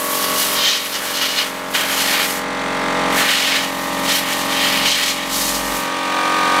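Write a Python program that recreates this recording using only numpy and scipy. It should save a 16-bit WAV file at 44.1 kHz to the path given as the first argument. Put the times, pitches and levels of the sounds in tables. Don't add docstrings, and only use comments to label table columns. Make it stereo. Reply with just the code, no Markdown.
import sys
import numpy as np
from scipy import signal
from scipy.fft import rfft, irfft, next_fast_len
from scipy.io import wavfile
from scipy.ndimage import uniform_filter1d

SR = 44100
rng = np.random.default_rng(int(sys.argv[2]) if len(sys.argv) > 2 else 0)


def level_to_linear(level):
    exponent = np.asarray(level, float) / 20
    return 10 ** exponent


def to_wav(s):
    ch = np.atleast_2d(s).T
    pcm = np.round(np.clip(ch, -1, 1) * 32767)
    wavfile.write(sys.argv[1], SR, pcm.astype(np.int16))


N = 291060


def evened(x):
    return x / np.sqrt(np.mean(x ** 2) + 1e-20)


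def read(points, hz):
    f, value = np.transpose(points)
    return np.interp(np.log(hz + 1e-3), np.log(f + 1e-3), value)


def filtered(x, points):
    size = next_fast_len(N)
    gain = level_to_linear(read(points, np.fft.rfftfreq(size, 1 / SR)))
    return irfft(rfft(x, size) * gain, size)[:N]


def ring(x, hz, width):
    r = np.exp(-np.pi * width / SR)
    return signal.lfilter([1 - r, 0, r - 1], [1, -2 * r * np.cos(2 * np.pi * hz / SR), r * r], x)


def drift(per_s):
    knots = rng.standard_normal(1000)
    return evened(np.interp(np.arange(N) / SR * per_s, np.arange(1000), knots))


def coloured(x, gain):
    size, overlap = 512, 384
    hz, t, z = signal.stft(x, SR, nperseg=size, noverlap=overlap)
    return signal.istft(z * gain(hz[:, None], t), SR, nperseg=size, noverlap=overlap)[1][:N]


def unit(gain):
    return gain / np.sqrt(np.mean(gain ** 2, axis=0) + 1e-20)


def garage(x, t60):
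    taps = np.zeros(SR // 2)
    at = np.arange(40, len(taps) - 20, 20)
    taps[at + rng.integers(0, 20, len(at))] = rng.choice([-1., 1.], len(at))
    taps *= level_to_linear(-60 * np.arange(len(taps)) / SR / t60)
    return signal.oaconvolve(x, taps / np.linalg.norm(taps))[:N]


# order [multiple], start_db, wheel_db, crouch_db, turned_db
ORDERS_DB = [(2, -29, -37, -31, -22), (3, -14.5, -13.5, -14, -13.5), (4, -10, -7.5, -7, -7.5),
             (5, -17, -12, -13, -18), (5.99, -1, 0, 0, 0), (6.97, -6, -6, -5.5, 1), (8, -34, -28, -37, -36),
             (9, -4.5, -7.5, -13, -4), (10, -6.5, -6.5, -12, -14), (10.99, -2, -3, -7.5, 0),
             (12, -10, -17, -9.5, 0.5), (12.986, 1.5, -1.5, -1, 0.5), (14.01, -0.5, -4, -8.5, -8),
             (15, -13, -6.5, -9, -12), (16, -16, -36, -31, 1), (17, -11.5, -12.5, -12, 0.5),
             (18, -7, -1.5, -3, -3), (19, -6, -2.5, -4, 0), (20, -19, -25, -38, -21),
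             (21, -3, -2.5, -3, 7.5), (22, -29, -32, -36, 0), (23, -3, -3.5, -4, -1.5),
             (24, 0, -4.5, -5, -12), (25, 6, -14.5, -6, 9.5), (26, -3, -3.5, -3.5, 2),
             (27, -13, -4, -6, 11.5), (28, -5.5, -18, -9.5, -4), (29.1, -6, -5, -9.5, -4),
             (30, -8, -10, -13.5, -8), (31, -16, -5, -30, -10), (32.04, -6, -11, -28, -17),
             (33, -8, -13, -28, -1), (34.04, -24, -7, -11.5, 5), (35, -19, -10, -15, -5),
             (36, -13, -23, -32, -14), (36.97, -6.5, -4, -25, -2), (38, -26, -19, -32, -10),
             (38.93, -7, -9.5, -10.5, -4), (40, -26, -19, -24, -9), (41.04, -17, -7, -4, 1),
             (42, -15, -9, -11, -19), (43, -22, -8, -14, -22), (43.8, -4, -17, -11, -5),
             (44.8, -26, -8, -15, -13), (45.7, -9, -6, -11, -20), (47, -26, -7, -19, -18),
             (48, -20, -9.5, -13, -10), (49.2, -14, -14, -27, -5), (49.8, -26, -19, -31, -8),
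             (51, -28, -12, -19, -3), (52, -11, -20, -32, -5), (53, -18, -18, -15, 0),
             (54, -23, -16, -16, -4), (54.7, -24, -16, -14, -15), (56.8, -12, -21, -35, -17),
             (57.2, -16, -15, -20, -16), (58, -16, -15, -31, -17), (59.4, -16, -31, -21, -21),
             (60.7, -19, -23, -20, -9)]
PLACE_S = [.4, 2.2, 2.9, 3.9, 5.5, 6.2]
PLACE_OF = [1, 2, 2, 3, 3, 4]


def shaft(turns, t, smear):
    table = np.array(ORDERS_DB, float)
    coarse = t[::4]
    knots = t[::256]
    wobble_db = 0.85 * rng.standard_normal((len(table), 50))
    lag = smear * np.cumsum(rng.standard_normal(len(table)))
    tones = np.zeros(len(coarse))
    for row, wobble, late in zip(table, wobble_db, lag):
        db = np.interp(knots, PLACE_S, row[PLACE_OF])
        db += np.interp(knots * 6, np.arange(50), wobble)
        tones += np.interp(coarse, knots, level_to_linear(db)) * np.cos(2 * np.pi * (row[0] * turns[::4] + late))
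    return signal.resample_poly(tones, up=4, down=1)[:N]


# start_s, sixth_order_hz, sixth_order_db, first_order_db, mains_hum_db
PUMP = [(0.0, 270.9, -35.5, -61, -44), (0.15, 269.8, -35, -57, -43), (0.24, 269.9, -35, -58, -41),
        (0.33, 269.8, -33, -50, -39.5), (0.44, 269.8, -38, -53, -42), (0.57, 269.8, -35, -51, -43),
        (0.75, 270.1, -42.5, -59, -49), (1.23, 270.5, -38, -56, -44), (1.27, 270.4, -39.5, -56, -45.5),
        (2.11, 270.4, -34.5, -51, -41.5), (2.2, 270.4, -36, -54, -41), (2.7, 270.4, -31.5, -46, -39),
        (3.14, 270.4, -27.5, -44, -34), (3.34, 270.4, -36.5, -54, -43.5), (4.06, 270.4, -30, -47, -38.5),
        (4.17, 270.4, -34, -52, -41), (4.47, 270.4, -31, -48, -39.5), (4.7, 270.4, -31.5, -49, -38),
        (4.85, 270.4, -31, -44, -35), (4.94, 270.4, -37.5, -49, -46), (5.26, 270.4, -35, -50, -45),
        (5.33, 270.4, -34, -43.5, -39), (5.73, 270.4, -33, -38, -38), (5.79, 271.0, -34.5, -44, -41),
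        (5.86, 270.7, -35, -61, -43.5), (6.07, 270.7, -36, -58, -43.5), (6.54, 270.6, -33, -52, -40),
        (6.6, 269.8, -32, -51, -44)]
# freq_hz, level_db [per 10 Hz]
HISS_AWAY = [(30, -45), (110, -35), (180, -22.5), (400, -23), (800, -24.5), (2200, -25.5), (3600, -23),
             (4700, -30.5), (8100, -36.5), (10100, -42.5), (14400, -50)]
# freq_hz, level_db [per 10 Hz]
HISS_FACING = [(30, -46), (110, -36), (180, -21.5), (400, -20.5), (800, -17), (2200, -16.5), (3600, -15),
               (4700, -22.5), (8100, -28.5), (10100, -33), (14400, -39)]
# freq_hz, width_hz, level_db
VALVES = [(9000, 200, -22), (7740, 180, -30), (5950, 150, -23), (4500, 130, -20)]
TURN_S = [5.58, 6.15]


def compressor():
    t = np.arange(N) / SR
    s, *columns = np.transpose(PUMP)
    hz, level_db, first_db, mains_db = (np.interp(t, s, c) for c in columns)
    turns = np.cumsum(uniform_filter1d(hz, SR // 2)) / (SR * 6)
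    hum = level_to_linear(mains_db) * np.cos(2 * np.pi * 202 * t)
    low = level_to_linear(first_db) * np.cos(2 * np.pi * turns) + hum
    puff = np.exp(1.1 * (np.cos(2 * np.pi * (turns + 0.081)) - 1))
    air = rng.standard_normal(N)
    puffed = np.sqrt(SR / 20) * evened((1.6 + puff) * air)
    facing = np.interp(t, TURN_S, [0, 1])
    hiss = (1 - facing) * filtered(puffed, HISS_AWAY) + facing * filtered(puffed, HISS_FACING)
    reeds = sum(level_to_linear(db) * evened(ring((0.37 + puff) * air, f, w)) for f, w, db in VALVES)
    pump = np.sqrt(2) * shaft(turns, t, smear=.18) + hiss + level_to_linear(7.8 * facing) * reeds
    return np.sqrt(2) * low + level_to_linear(level_db) * pump


def bristles(per_s, spread_db, smooth):
    size = level_to_linear(spread_db * np.minimum(rng.exponential(1, N), 5)) * rng.choice([-1., 1.], N)
    slips = evened(size * (rng.random(N) < per_s / SR))
    return evened(slips + smooth * rng.standard_normal(N))


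# start_s, scrape_db, centre_hz, fizz_db, edge_db, rumble_db [over scrape]
STROKES = [
    [(0.0, -37, 2260, -27.5, -32, -6), (0.234, -25, 3530, -24, -28.5, -6),
     (0.332, -29, 2730, -27, -28.5, -9), (0.384, -23, 3520, -21.5, -24, -6),
     (0.534, -26.5, 2660, -25.5, -28, -7), (0.564, -21.5, 3370, -29, -31, -8),
     (0.688, -14, 3500, -31, -37, -17), (0.788, -23.5, 3100, -36, -32, -14),
     (0.85, -30, 2710, -32, -36, -13)],
    [(0.86, -27, 2800, -31, -33, -9), (0.916, -32, 3030, -34, -37, -9),
     (0.956, -22.5, 3370, -33, -30.5, -9), (1.018, -33.5, 2380, -35, -35, 2),
     (1.17, -23.5, 3350, -30.5, -31, -10)],
    [(1.18, -25, 3130, -35, -29, -11.5), (1.22, -19, 3200, -31, -32.5, -10.5),
     (1.348, -25, 2950, -33, -31, -9.5), (1.398, -15.5, 3100, -33, -32, -11),
     (1.5, -38.5, 2300, -39, -37, -4)],
    [(1.51, -35, 2370, -41, -39, -9), (1.656, -40, 1930, -46, -45, -9), (1.726, -41, 2530, -38, -40, -7),
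     (1.75, -18, 2670, -30, -26.5, -8), (1.854, -25.5, 2300, -31.5, -31.5, -3),
     (2.012, -22.5, 2800, -28, -25.5, -9), (2.212, -19, 2500, -28.5, -28.5, -6.5),
     (2.324, -32, 2730, -30, -29.5, -10), (2.378, -32, 2070, -33, -31.5, -11),
     (2.47, -43, 1930, -60, -48, -9)],
    [(3.1, -35, 2050, -41, -40, -9), (3.18, -20, 2210, -27, -24, -6), (3.298, -17.5, 2400, -33, -27, -10.5),
     (3.408, -19.5, 2780, -34, -27.5, -12.5), (3.566, -18, 2690, -34.5, -29, -9.5),
     (3.648, -28, 2720, -39, -33, -10), (3.736, -36, 2040, -39, -40, -9), (3.958, -41, 1990, -38, -36, -9),
     (4.0, -29, 1930, -35, -35, -9)],
    [(4.01, -38, 2230, -38, -39, -9), (4.096, -18.5, 2780, -30, -23, -10),
     (4.166, -21, 3050, -25, -26.5, -12.5), (4.256, -28, 2440, -36, -36, -9),
     (4.318, -23.5, 2330, -31, -27.5, -11), (4.48, -33, 2750, -35, -34, -9)],
    [(4.49, -27, 2480, -36, -32, -9), (4.602, -18.5, 2860, -32, -29, -15),
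     (4.794, -21, 2700, -32.5, -31.5, -13), (4.916, -16.5, 3190, -33, -24.5, -17),
     (5.0, -21, 2480, -34, -29, -15.5), (5.102, -19.5, 3160, -31, -24.5, -15),
     (5.16, -31, 2460, -39, -35, -12), (5.2, -28, 2620, -43, -36, -9)],
    [(5.21, -27.5, 2460, -42, -35, -11), (5.278, -31, 2750, -37, -32.5, -9),
     (5.36, -26.5, 3400, -26, -24.5, -8), (5.562, -29, 3030, -29, -25.5, -9),
     (5.618, -34, 2180, -35.5, -32.5, -9), (5.774, -34, 2130, -31, -29.5, -15),
     (5.94, -35, 1970, -49, -47, -7), (5.95, -26, 2060, -47, -36, -9)],
]
# freq_hz, width_hz, level_db
PART = [(1900, 140, -1), (2226, 44, -4.5), (2900, 48, -0.5), (3140, 51, 0.5), (3775, 29, -2),
        (4230, 34, -1.5), (4700, 90, -9), (5000, 75, -19), (6130, 65, -5), (7570, 42, -20), (8140, 68, -15)]
# ratio [multiple of centre], level_db
SCRAPE = [(.2, -37), (.45, -17), (.75, -4), (1, -1.5), (1.35, -3.5), (1.9, -9.5), (3, -32)]
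# freq_hz, level_db
RUMBLE = [(150, -28), (400, -7), (800, -3.5), (1400, -1.5), (1900, -4), (2600, -28)]
# freq_hz, level_db
EDGE = [(2500, -18), (4500, -1), (5500, -1), (7000, 0), (9000, -5), (11000, -21.5), (14000, -34)]
# freq_hz, level_db
FIZZ = [(6000, -40), (8500, -11.5), (10000, -0.5), (13000, 2), (14500, -3), (15700, -8)]
# fade_out_start_s, fade_out_end_s, fade_in_start_s, fade_in_end_s
LIFTED_S = [(2.4, 2.48, 3.08, 3.13), (5.862, 5.958, 7, 8)]


def brush():
    s, scrape_db, centre, fizz_db, edge_db, rumble_db = np.concatenate(STROKES).T
    t = np.arange(N) / SR
    judder = level_to_linear(0.96 * drift(45) + 1.0 * drift(160))
    slips = judder * bristles(6000, spread_db=2.76, smooth=1.2)
    rung = sum(level_to_linear(db + 4.1 * drift(9)) * evened(ring(slips, f, w)) for f, w, db in PART)
    body = evened(slips + level_to_linear(-15) * evened(rung))

    def hump(f, when):
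        return unit(level_to_linear(read(SCRAPE, f / np.interp(when, s, centre))))

    scrape = coloured(body, hump)
    scrape /= np.sqrt(uniform_filter1d(scrape ** 2, SR // 8))
    tips = judder * bristles(9000, spread_db=2.9, smooth=1.55)
    layers = ((scrape, scrape_db),
              (filtered(slips, RUMBLE), scrape_db + rumble_db),
              (filtered(tips + 0.23 * body, EDGE), edge_db),
              (filtered(tips, FIZZ), fizz_db))
    touch = np.prod([np.interp(t, lifted, [1, 0, 0, 1]) for lifted in LIFTED_S], axis=0)
    return touch * sum(evened(x) * level_to_linear(np.interp(t, s, db)) for x, db in layers)


# freq_hz, side_over_mid_db
WIDE = [(60, -40), (110, -40), (200, -61), (380, -30), (700, -16.5), (1290, -19), (2380, -20), (4400, -11),
        (8120, -5.5), (15000, -0.5)]


def port_difference(mid):
    def random_phase(f, when):
        return np.exp(2j * np.pi * rng.random((len(f), len(when))))

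    side = coloured(mid, random_phase)
    return filtered(side * np.std(mid) / np.std(side), WIDE)


def scene():
    strokes = brush()
    mid = compressor() + strokes + level_to_linear(-10.5) * garage(strokes, t60=0.25)
    side = port_difference(mid)
    return np.array([mid + side, mid - side])


def top_cut(x):
    return signal.sosfilt(signal.butter(12, 16530, fs=SR, output="sos"), x)


def record(dry):
    limited = np.tanh(dry * .7) / .7
    limited = signal.oaconvolve(limited, signal.firwin(255, 15750, fs=SR)[None], "same")
    return top_cut(limited)


dry = scene()
out = record(dry)
to_wav(out)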